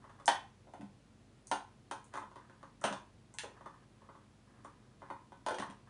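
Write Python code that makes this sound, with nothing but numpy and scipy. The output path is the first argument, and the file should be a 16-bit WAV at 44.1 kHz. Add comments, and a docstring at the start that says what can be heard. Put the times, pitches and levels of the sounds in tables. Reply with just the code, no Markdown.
"""A furnished living room, one small microphone a few metres from a kitten playing on the rug.
Its toy is a round plastic ball track: the ball knocks against the hollow walls and rumbles as it rolls,
loose plastic parts tick, and paws thump the floor. The room rings briefly after each knock and tick,
over faint air noise and a hum in the house."""
import sys
import numpy as np
from scipy import signal
from scipy.fft import rfft, irfft, next_fast_len
from scipy.io import wavfile

SR = 44100
rng = np.random.default_rng(int(sys.argv[2]) if len(sys.argv) > 2 else 0)


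def persist_wave(psi):
    """Save psi, clipped to +-1, as 16-bit WAV."""
    counts = np.round(np.clip(psi, -1, 1) * 32767).astype(np.int16)
    wavfile.write(sys.argv[1], SR, np.atleast_2d(counts).T)


N = 259749
T = np.arange(int(.45 * SR)) / SR  # time axis of one blow, s

# modes of the hollow track: pitch_hz, relative_db, t60_s
TRACK_MODES = [(691, 9.5, 0.052), (827, 1, .22), (874, 4.5, 0.3), (939, 3.5, 0.26), (966, 1.5, 0.35),
               (1017, -6.5, 0.43), (1048, 2.5, 0.36), (1287, -8.5, 0.38), (1398, -3, 0.26),
               (1509, -1.5, .32), (1610, -10.5, 0.24), (1900, -24.5, 0.17), (2040, -29.5, 0.11),
               (2060, -1, 0.089), (2440, -14, 0.45), (2580, -13.5, 0.12), (2900, -24.5, 0.25),
               (3126, -7, 0.094), (2995, -12, 0.12), (3510, -9.5, 0.25), (3700, -16, 0.27),
               (3950, -26.5, 0.15), (4360, -14.5, 0.22), (6140, -35, 0.68)]
# spectrum of the crack of a contact with the track: frequency_hz, relative_db
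CRACK_SPECTRUM = [(150, -25.5), (360, 0.5), (500, -12.5), (800, 6.5), (1600, -0.5), (2250, -3),
                  (3150, -0.5), (4800, -10.5), (6200, -6), (7500, -13.5), (9500, -6.5), (11000, -37.5)]


def undb(db):
    """Decibels to gain."""
    return 10 ** (np.asarray(db) / 20)


def unit(x):
    """Scale to unit energy."""
    return x / np.sqrt(np.sum(x ** 2))


def fade(t60):
    """Exponential decay, 60 dB down after t60 seconds."""
    return np.exp(-np.log(1000) * T / t60)


def colour(x, points):
    """Minimum-phase filter through the points (frequency_hz, gain_db)."""
    size = 2 * next_fast_len(len(x))
    hz, db = np.transpose(points)
    log_hz = np.log(np.fft.rfftfreq(size, 1 / SR) + 1)
    cepstrum = irfft(np.log(undb(np.interp(log_hz, np.log(hz), db))))
    cepstrum[1:size // 2] *= 2
    cepstrum[size // 2 + 1:] = 0
    return irfft(rfft(x, size) * np.exp(rfft(cepstrum)))[:len(x)]


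def butter(x, hz, kind, order=2):
    """Plain low-, high- or band-pass."""
    return signal.sosfilt(signal.butter(order, np.minimum(hz, SR / 2 - 1), kind, fs=SR, output="sos"), x)


def place(out, start_s, level_db, sound):
    """Mix in a blow; level_db is the RMS level of its first 25 ms."""
    start = int(start_s * SR)
    gain = undb(level_db) / np.sqrt(np.mean(sound[:SR // 40] ** 2))
    out[start:start + len(T)] += gain * sound[:N - start]


def room_tone(air_db=-64, waver_hz=1.604):
    """Faint air noise and a slightly wavering hum."""
    # air in the still room: frequency_hz, relative_db
    air_spectrum = [(25, -36), (45, -14.5), (70, -7.5), (110, -1), (180, -5), (230, -5), (380, -11),
                    (600, -15.5), (1000, -20), (2000, -25), (4000, -28.5), (10500, -35.5)]
    # hum in the house: pitch_hz, level_db
    hum_tones = [(49.5, -74), (97.5, -72.5), (123.5, -71.5), (215.5, -73.5)]
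    air = colour(rng.standard_normal(N), air_spectrum)
    out = air / np.std(air) * undb(air_db)
    for pitch_hz, level_db in hum_tones:
        drift = butter(rng.standard_normal(N), 5.1, "lowpass")
        wavering_hz = pitch_hz + waver_hz * drift / np.std(drift)
        out += np.sqrt(2) * undb(level_db) * np.sin(2 * np.pi * np.cumsum(wavering_hz) / SR)
    return out


def in_room(sound, wet_db, build_s=0.0029, cabinet_s=.0083, cabinet_db=-7):
    """Direct sound, a reflection off the cabinets and a fresh diffuse tail whose treble dies first."""
    # reverberation time of the room: frequency_hz, t60_s
    decay_times = [(150, 0.74), (500, 0.33), (1000, 0.28), (2000, 0.32), (4000, 0.28), (10000, 0.23)]
    centres_hz, t60s = np.transpose(decay_times)
    noise = rfft(rng.standard_normal(len(T)))
    log_hz = np.log(np.fft.rfftfreq(len(T), 1 / SR) + 1)
    bands = (np.interp(log_hz, np.log(centres_hz), row) for row in np.eye(len(centres_hz)))
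    tail = sum(irfft(noise * band, len(T)) * fade(t60) for band, t60 in zip(bands, t60s))
    response = undb(wet_db) * unit(tail * (1 - np.exp(-T / build_s)))
    response[0] += 1
    response[int(cabinet_s * SR)] += undb(cabinet_db)
    return signal.fftconvolve(sound, unit(response))[:len(T)]


def ring(modes, detune):
    """Decaying modes; the place of the blow changes their phase and, a little, their strength and pitch."""
    out = 0
    for hz, db, t60 in modes:
        size, shift = rng.standard_normal(2)
        phase = 2 * np.pi * (hz * (1 + detune * shift) * T + rng.random())
        out = out + undb(db + 2 * size) * fade(t60) * np.sin(phase)
    return unit(out * (1 - fade(0.01)))


def click(t60, grit_db):
    """A sharp impulse followed by grit: the dense, quickly dying modes of thin plastic."""
    burst = undb(grit_db) * unit(rng.standard_normal(len(T)) * fade(t60))
    burst[0] += 1
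    return burst


def contact(spectrum, t60, grit_db):
    """A click coloured by the plastic part that is struck."""
    return unit(colour(click(t60, grit_db), spectrum))


def rim_clack(t60, band_hz=(1300, 1900)):
    """The stiff rim clacks with a cluster of close, short modes."""
    return unit(butter(click(t60, grit_db=-2), band_hz, "bandpass", order=3))


def paw_thumps(push_s=0.003):
    """Paws push softly on the rug and the floor answers."""
    # soft landings of the kitten: start_s, level_db
    landings = [(0.794, -51), (0.829, -48), (2.844, -43), (2.905, -46), (5.594, -46), (5.689, -52)]
    # modes of the floor under the rug: pitch_hz, relative_db, t60_s
    floor_modes = [(134.6, -6.5, 0.45), (187, 14.5, 0.031), (204.6, 9.5, 0.24), (279, 10.5, 0.13)]
    out = np.zeros(N)
    for start_s, level_db in landings:
        place(out, start_s, level_db, ring(floor_modes, detune=0.019) * (1 - np.exp(-T / push_s)))
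    return out


def plastic_ticks():
    """Small stiff parts ring in the treble and pass some of the blow on to the track."""
    # light ticks of loose plastic: start_s, level_db, low_cut_hz, track_share_db
    ticks = [(0.2580, -46, 5770, -13), (1.4707, -57, 5440, -16), (2.043, -67.5, 6950, -22),
             (2.138, -66, 5560, -19), (2.170, -63, 6100, -15), (2.8135, -62.5, 5800, -22),
             (3.34, -58.5, 6500, 0), (3.386, -42, 1470, -15), (4.646, -69.5, 6000, -22)]
    # spectrum of a tick: frequency_hz, relative_db
    tick_spectrum = [(1000, 7), (3000, 4.5), (4500, 0.5), (6500, 3.5), (7800, -2), (9300, 3.5),
                     (11000, -18.5)]
    out = np.zeros(N)
    for start_s, level_db, low_cut_hz, track_share_db in ticks:
        tick = contact(tick_spectrum, t60=0.018, grit_db=-1)
        small_part = in_room(unit(butter(tick, low_cut_hz, "highpass", order=6)), wet_db=1.5)
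        track = undb(track_share_db) * ring(TRACK_MODES, detune=.002)
        place(out, start_s, level_db, small_part + track)
    return out


def roll_gain(push_s=.02, friction_db_per_s=14, stop_db_per_s=202.5, wobble_hz=21, wobble_db=1.5):
    """Each run swells with the push, sinks as friction slows the ball and dies away when it stops."""
    # runs of the ball round the track: start_s, length_s, start_level_db
    runs = [(0, 0.2, -65.5), (2.118, 0.099, -55), (2.356, .3, -66), (2.829, 0.079, -42.5),
            (3.517, 0.31, -68), (3.92, 0.38, -74.5), (4.462, 1, -69.5), (5.012, 0.061, -60.5),
            (5.496, .23, -58), (5.855, .05, -63.5)]
    out = np.zeros(N)
    for start_s, length_s, start_level_db in runs:
        age_s = np.maximum(np.arange(N) / SR - start_s, 0)
        loss_db = friction_db_per_s * age_s + stop_db_per_s * np.maximum(age_s - length_s, 0)
        out += np.minimum(age_s / push_s, 1) * undb(start_level_db - loss_db)
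    # the ball wobbles in its groove, so the rattle comes in spurts
    wobble = butter(rng.standard_normal(N), wobble_hz, "lowpass")
    return out * undb(wobble_db * wobble / np.std(wobble))


def rolling_ball(spread_db=3, wall_band_hz=(900, 1350), rim_db=-4, track_db=-8, crack_db=-14):
    """The ball trips over ridges at uneven steps; the small bumps rattle in the walls and the rim."""
    gaps_s = rng.uniform(.003, .035, 600)
    sizes = rng.choice([-1, 1], len(gaps_s)) * undb(spread_db * rng.standard_normal(len(gaps_s)))
    bumps = np.bincount((np.cumsum(gaps_s) * SR).astype(int), sizes, minlength=N)[:N]
    walls = unit(butter(signal.unit_impulse(len(T)), wall_band_hz, "bandpass"))
    rim = undb(rim_db) * rim_clack(t60=0.043)
    crack = undb(crack_db) * contact(CRACK_SPECTRUM, t60=0.049, grit_db=3)
    one_bump = in_room(walls + rim + crack, wet_db=4) + undb(track_db) * ring(TRACK_MODES, detune=0.0016)
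    rattle = signal.fftconvolve(bumps, one_bump)[:N]
    return rattle / np.std(rattle) * roll_gain()


def track_knocks(wall_t60=0.014, rise_s=0.0016, track_db=-1.5, soft_hz=2200,
                 medium_wall_hz=1020, medium_blow_db=-48):
    """Each blow dents a wall for a few cycles, clacks the rim, cracks, and sets track and base ringing."""
    # ball and paws against the track: start_s, level_db, wall_pitch_hz, crack_db (higher is harder)
    blows = [(0.041, -57, 1100, -18), (0.096, -59.5, 1110, -6), (0.199, -56.5, 1160, -7),
             (0.279, -23, 872, 0.5), (0.671, -61, 686, -28), (0.736, -50.5, 740, -13),
             (0.81, -54.5, 746, -8), (1.5143, -31, 910, -3.5), (1.9119, -40.5, 896, -5),
             (2.139, -46.5, 980, -7.5), (2.154, -46, 1270, -8.5), (2.174, -42.5, 1067, -15),
             (2.226, -50.5, 966, -21), (2.314, -59.5, 1060, -11), (2.358, -52, 1010, -11),
             (2.497, -61, 1510, -8), (2.629, -53, 1146, -13.5), (2.816, -54, 1340, -11),
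             (2.8400, -31.5, 632, -3.5), (2.852, -39, 1320, 1), (2.926, -42.5, 1055, -2),
             (3.435, -46.5, 480, -4.5), (3.609, -55.5, 1070, -17), (3.6595, -48, 1150, -17),
             (4.018, -62, 1060, -22), (4.089, -55, 1140, -37), (4.151, -60, 1100, -26),
             (4.6478, -51, 1140, -17), (4.683, -65, 1240, -21), (5.019, -51.5, 990, -23),
             (5.1013, -42.5, 977, -22), (5.32, -54, 924, -14.5), (5.4636, -35.5, 928, -8),
             (5.485, -38, 624, -5.5), (5.508, -38, 520, -12.5), (5.544, -49.5, 1010, 15),
             (5.585, -43.5, 1060, 3), (5.599, -45, 670, -2), (5.623, -42.5, 1100, -11.5),
             (5.700, -57.5, 940, 1.5)]
    # modes of the toy's base: pitch_hz, relative_db, t60_s
    base_modes = [(210.3, -13.5, 0.47), (290.3, -2.5, 0.25), (365.4, -2, 0.22), (431.7, -8.5, 0.2),
                  (547, 1, 0.2), (609, 5, 0.064)]
    out = np.zeros(N)
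    for start_s, level_db, wall_pitch_hz, crack_db in blows:
        wall = np.sin(2 * np.pi * wall_pitch_hz * T) * fade(wall_t60) * (1 - np.exp(-T / rise_s))
        # so small a wall radiates little below its own pitch
        wall = unit(butter(wall, 0.54 * wall_pitch_hz, "highpass", order=3))
        # the rim clacks more under a hard contact and near a stiff, high-pitched wall
        rim_db = -5 + 0.38 * crack_db + 5 * np.log2(wall_pitch_hz / medium_wall_hz)
        rim = undb(rim_db) * rim_clack(t60=0.015)
        crack = undb(crack_db) * contact(CRACK_SPECTRUM, t60=0.029, grit_db=9.0)
        # a soft contact misses the high modes
        bright = ring(TRACK_MODES, detune=0.00083)
        dull = butter(bright, soft_hz, "lowpass", order=1)
        hardness = min(undb(crack_db) * 2, 1)
        track = undb(track_db) * (dull + hardness * (bright - dull))
        impact = in_room(wall + rim + crack, wet_db=1.0)
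        # the base's boom has its largest share under light, slow pushes
        boom_db = -5 - 0.2 * (level_db - medium_blow_db)
        boom = undb(boom_db) * ring(base_modes, detune=0.01)
        place(out, start_s, level_db, impact + track + boom)
    return out


def scene():
    """The toy, the kitten and the room in one channel."""
    return (track_knocks() + plastic_ticks() + paw_thumps() + rolling_ball() + room_tone())[None]


def record(dry, low_cut_hz=30, high_cut_hz=10600):
    """The small microphone loses the deepest bass; the recorder cuts the top steeply."""
    thin = butter(dry, low_cut_hz, "highpass", order=3)
    return signal.sosfilt(signal.ellip(8, .2, 70, high_cut_hz, fs=SR, output="sos"), thin)


dry = scene()
out = record(dry)
persist_wave(out)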